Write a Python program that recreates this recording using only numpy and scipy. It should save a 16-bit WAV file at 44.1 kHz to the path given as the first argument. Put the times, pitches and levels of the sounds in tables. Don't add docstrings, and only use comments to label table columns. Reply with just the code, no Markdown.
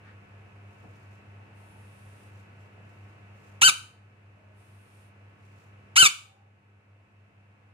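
import sys
import numpy as np
from scipy import signal
from scipy.fft import rfft, irfft, next_fast_len
from scipy.io import wavfile
from scipy.ndimage import uniform_filter1d

SR = 44100
rng = np.random.default_rng(int(sys.argv[2]) if len(sys.argv) > 2 else 0)


def materialize(psi):
    bounded = np.clip(np.atleast_2d(psi).T, -1, 1)
    quanta = np.round(bounded * 32767).astype(np.int16)
    wavfile.write(sys.argv[1], SR, quanta)


N = 340893
T = np.arange(N) / SR

# start and length in seconds, top pitch in Hz, drive level in dB.
SQUEAKS = [(3.611, 0.094, 1544, -6.5), (5.955, .122, 1545, -5)]
# centre and width in Hz, gain in dB.
FORMANTS = [(850, 220, -10), (1461.4, 470, -8), (2170, 410, -4), (2896, 400, -2.5), (4110, 380, -9),
            (4530, 380, -11.5), (6750, 1600, -12), (9370, 720, -12), (10000, 700, -16.5), (11500, 750, -30),
            (13400, 800, -27)]
# delay in ms, gain in dB.
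LEFT_ECHOES = [(.854, -16), (1.316, -9.5), (1.396, -13)]
RIGHT_ECHOES = [(0.159, -11), (0.488, -18), (2.22, -14.5)]
# frequency in Hz, seconds to fall by 60 dB.
ROOM_T60 = [(200, 0.96), (1400, 0.37), (3500, 0.4), (8000, 0.34), (15000, 0.38)]
# start and end in seconds, level in dB.
BREATHS = [(1.524, 2.341, -67.5), (4.532, 5.132, -65)]
# start and end in seconds, pitch and width in Hz, level in dB.
WHISTLES = [(1.65, 2.15, 10140, 220, -77), (1.88, 2.32, 8140, 200, -80)]
# start and end in seconds, level in dB.
RUSTLES = [(0.635, 1.25, -76), (1.93, 2.52, -75), (2.55, 2.71, -69), (2.775, 3.2, -77.5),
           (3.322, 3.633, -71.5), (5.349, 5.75, -73.5)]
# start in seconds, level in dB, seconds to fall by 60 dB, left minus right in dB.
BUMPS = [(0.837, -53.5, 0.35, 2), (2.767, -61.5, 0.45, 0), (3.62, -44, 0.25, -2.5), (3.669, -45, 0.27, 1),
         (6.027, -26.5, 0.033, 14.5), (6.044, -39.5, 0.18, 4.5)]
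# frequency in Hz, relative level in dB.
HISS_EQ = [(3000, 1), (4500, -5.5), (7600, -6), (8800, 1.5), (10200, -1.5), (11500, -4.5), (12600, -17),
           (14000, -7), (15500, -22)]
RUSTLE_EQ = [(1500, -3), (4000, -1.5), (7000, 0), (10000, -6), (15000, -11.5)]
BUMP_EQ = [(30, -21), (70, -5), (140, 0.5), (250, -5.5), (700, -6.5), (1500, -24), (4000, -63)]
ROOM_TONE_EQ = [(25, -13.5), (45, -8), (70, 6), (120, 13), (160, 5), (280, 2), (450, 2.5), (800, -0.5),
                (1700, -3.5), (2700, -2.5), (3300, -17), (4800, -23), (8000, -26.5), (12000, -32.5),
                (15500, -45)]
# multiple of HUM_HZ (rounded for pitch), left and right level in dB.
HUM_LINES = [(2, -64, -64.5), (3.032, -72, -85.5), (7, -76.5, -76), (9, -75.5, -75.5), (11, -78.5, -73.5),
             (13, -72, -76.5), (14, -78.5, -83.5), (15, -71, -76.5), (17, -78, -74), (23, -81, -82.5),
             (26, -77.5, -72)]
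# start and end
# in seconds, pitch and width in Hz, level in dB.
FAINT_SOUNDS = [(0.02, .15, 1500, 1100, -57), (1.35, 1.85, 820, 250, -66), (4.34, 4.6, 615, 40, -64.5),
                (6.24, 6.52, 790, 90, -60), (6.22, 6.42, 550, 50, -65)]
# frequency in Hz, left-right correlation from -1 to 1.
STEREO_LIKENESS = [(60, 0.91), (130, 0.98), (290, 0.63), (640, 0.31), (1410, -0.29), (3100, -0.09),
                   (6820, -0.02), (15000, -0.18)]

HUM_HZ, CUTOFF_HZ = 100, 15600


def frog_voice(voice_db=-0.75, notch_hz=5200, notch_width_hz=96):
    folds = sum(squeak(*row) for row in SQUEAKS)
    formants = [from_db(db) * resonance(folds, hz, width) for hz, width, db in FORMANTS]
    cry = from_db(voice_db) * sum((-1) ** k * band for k, band in enumerate(formants))
    cry = cry - resonance(cry, notch_hz, notch_width_hz)
    return direct_and_echoes(cry) + reverb(cry)


def squeak(start, length, top_hz, db, jitter=0.028, shimmer=0.51, rasp_db=-3.0, rasp_hz=3200):
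    live = np.flatnonzero((T > start) & (T < start + length))
    age, size = T[live] - start, len(live)
    slack_hz = below_top_hz(age, length)
    rough = np.clip(.2 + .0012 * slack_hz, 0, 1)
    hz = (top_hz - slack_hz) * (1 + jitter * rough * wander(1500, size))
    phase = 2 * np.pi * np.cumsum(hz) / SR
    flutter = [from_db(2.5 * min(k / 3, 1) * wander(130, size)) for k in range(1, 20)]
    pulses = sum(gain * np.cos(k * phase) * (k * hz < CUTOFF_HZ) for k, gain in enumerate(flutter, 1))
    pulses = pulses * (1 + shimmer * rough * wander(1400, size))
    air = butterworth(rng.standard_normal(size), "high", hz=rasp_hz, order=2)
    rasp = 2 * from_db(rasp_db) * np.sqrt(rough) * (1 + .5 * np.cos(phase)) * air
    folds = np.zeros(N)
    folds[live] = (pulses + rasp) * from_db(db + effort_db(age, length))
    folds *= swell(start, start + length, fade_s=0.0025)
    return butterworth(folds + 1e-18, "high", hz=700, order=4)


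def below_top_hz(age, length, rise_hz=1149, rise_s=.0104, push_s=.063, slip_hz=110, sag_hz=340):
    rise = rise_hz * np.exp(-age / rise_s)
    slip = slip_hz * (1 + np.tanh((age - push_s) / .0044)) / 2
    sag = sag_hz * np.maximum((age - push_s) / (length - push_s), 0)
    return rise + slip + sag


def effort_db(age, length, attack_s=.006, attack_db=24, release_s=.011, release_db=15.5):
    attack = np.exp(-age / attack_s)
    strain_db = 22 * age
    release = np.maximum(1 - (length - age) / release_s, 0)
    return strain_db - attack_db * attack - release_db * release


def direct_and_echoes(cry, left_lag_ms=.27):
    size = next_fast_len(N)
    hz = np.arange(size // 2 + 1) * SR / size
    left = 1 + sum(from_db(db) * delay(hz, ms) for ms, db in LEFT_ECHOES)
    right = 1 + sum(from_db(db) * delay(hz, ms) for ms, db in RIGHT_ECHOES)
    paths = np.array([left * delay(hz, left_lag_ms), right])
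    return irfft(rfft(cry, size) * paths, size)[:, :N]


def reverb(cry, scatter_db=-9, scatter_t60=.05, tail_db=-12.0):
    t = T[:SR // 2]
    edges_hz = np.geomspace(200, 16000, 9)
    tail = 0
    for low, high in zip(edges_hz, edges_hz[1:]):
        band = butterworth(rng.standard_normal((2, len(t))), "band", hz=[low, high], order=2)
        tail = tail + band * from_db(-60 * t / at_hz(ROOM_T60, np.sqrt(low * high)))
    scatter = rng.standard_normal((2, len(t))) * from_db(-60 * t / scatter_t60)
    early = from_db(scatter_db) * rms_one(scatter * (t > .002))
    late = from_db(tail_db) * rms_one(tail * (t > .008))
    return signal.fftconvolve(cry[None], (early + late) / np.sqrt(len(t)), axes=1)[:, :N]


def puffing(flutter_db=0.5):
    flow = sum(from_db(db) * swell(start, end, fade_s=0.07) for start, end, db in BREATHS)
    hiss = flow * from_db(flutter_db * wander(24.5, N)) * noise(HISS_EQ)
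    return hiss + blurred_tones(WHISTLES)


def turf_rustle(grain_db=2.0, clump_db=1.5):
    strokes = sum(from_db(db) * swell(start, end, fade_s=.1) for start, end, db in RUSTLES)
    texture = from_db(grain_db * wander(150, N) + clump_db * wander(23, N))
    return strokes * texture * noise(RUSTLE_EQ)


def bumps_and_click(tone_hz=105, tone_db=-1.5, noise_db=4.5, noise_attack_s=.0015):
    age = T[:SR]
    tone = from_db(tone_db) * np.sin(2 * np.pi * tone_hz * age)
    dark_noise = from_db(noise_db) * noise(BUMP_EQ)
    fade_in = np.minimum(age / noise_attack_s, 1)
    out = np.zeros((2, N))
    for start, db, t60, pan_db in BUMPS:
        span = slice(int(start * SR), int(start * SR) + SR)
        pan = from_db([[pan_db / 2], [-pan_db / 2]])
        out[:, span] += pan * from_db(db - 60 * age / t60) * (tone + dark_noise[:, span] * fade_in)
    return out


def motor_hum(hum_db=-50, waver_db=1.0, throb_s=.2436, first_dip_s=.022, dip_depth=.7, sharpness=1.7):
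    beat = 2 * np.pi * (T - first_dip_s) / throb_s
    dips = dip_depth * np.exp(sharpness * (np.cos(beat) - 1))
    throb = (1 - dips) * from_db(waver_db * wander(26, N))
    phase = 2 * np.pi * HUM_HZ * T
    out = from_db(hum_db) * throb * np.sin(phase)
    for multiple, left_db, right_db in HUM_LINES:
        skew = np.array([[0], [min(multiple / 6, 1.4)]])
        offsets = rng.uniform(0, 2 * np.pi) + skew
        line = np.sin(round(multiple) * phase + offsets + 0.3 * wander(22, N))
        out = out + from_db([[left_db], [right_db]]) * line
    return np.sqrt(2) * out


def blurred_tones(rows):
    out = np.zeros((2, N))
    for start, end, hz, width_hz, db in rows:
        band = resonance(rng.standard_normal((2, SR)), hz, width_hz)
        tone = rms_one(resonance(band, hz, width_hz))
        span = slice(int(start * SR), int(start * SR) + SR)
        out[:, span] += from_db(db) * swell(start, end, fade_s=0.048)[span] * tone
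    return out


def noise(eq):
    size = next_fast_len(N)
    hz = np.arange(size // 2 + 1) * SR / size
    alike = np.clip(at_hz(STEREO_LIKENESS, hz), -1, 1)
    mid, side = rfft(rng.standard_normal((2, size)))
    stereo = np.sqrt(1 + alike) * mid + np.sqrt(1 - alike) * side * [[1], [-1]]
    return rms_one(irfft(stereo * from_db(at_hz(eq, hz)), size)[:, :N])


def resonance(x, hz, width_hz):
    radius = np.exp(-np.pi * width_hz / SR)
    feedforward = np.array([1, 0, -1]) * (1 - radius ** 2) / 2
    feedback = [1, -2 * radius * np.cos(2 * np.pi * hz / SR), radius ** 2]
    return signal.lfilter(feedforward, feedback, x + 1e-18)


def butterworth(x, kind, hz, order):
    return signal.sosfilt(signal.butter(order, hz, kind, fs=SR, output="sos"), x)


def wander(rate, size):
    steps = np.arange(size) * rate / SR
    knots = rng.standard_normal(size // 10)
    return rms_one(np.interp(steps, np.arange(len(knots)), knots))


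def swell(start, end, fade_s):
    return np.clip(np.minimum(T - start, end - T) / fade_s, 0, 1)


def delay(hz, ms):
    return np.exp(-2j * np.pi * hz * ms / 1000)


def at_hz(points, hz):
    freqs, values = np.transpose(points)
    return np.interp(np.log(np.maximum(hz, 1)), np.log(freqs), values)


def from_db(db):
    return 10 ** (np.asarray(db) / 20)


def rms_one(x):
    return x / np.sqrt(np.mean(x ** 2) + 1e-20)


def scene(room_tone_db=-56.0):
    foreground = frog_voice() + puffing() + turf_rustle() + bumps_and_click()
    bed = motor_hum() + blurred_tones(FAINT_SOUNDS) + from_db(room_tone_db) * noise(ROOM_TONE_EQ)
    return foreground + bed


def auto_gain(x, threshold_db=-28, fall_db_per_s=46, recover_db_per_s=2.0):
    power = uniform_filter1d(np.mean(x ** 2, axis=0), 256)
    loud = power > from_db(threshold_db) ** 2
    turned_db = np.cumsum(np.where(loud, fall_db_per_s, -recover_db_per_s)) / SR
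    reduction_db = turned_db - np.minimum.accumulate(turned_db)
    return x * from_db(-reduction_db)


def record(dry):
    clipped = np.clip(auto_gain(dry), -1, 1)
    top_cut = signal.ellip(10, .2, 80, CUTOFF_HZ, fs=SR, output="sos")
    return signal.sosfilt(top_cut, clipped)


dry = scene()
out = record(dry)
materialize(out)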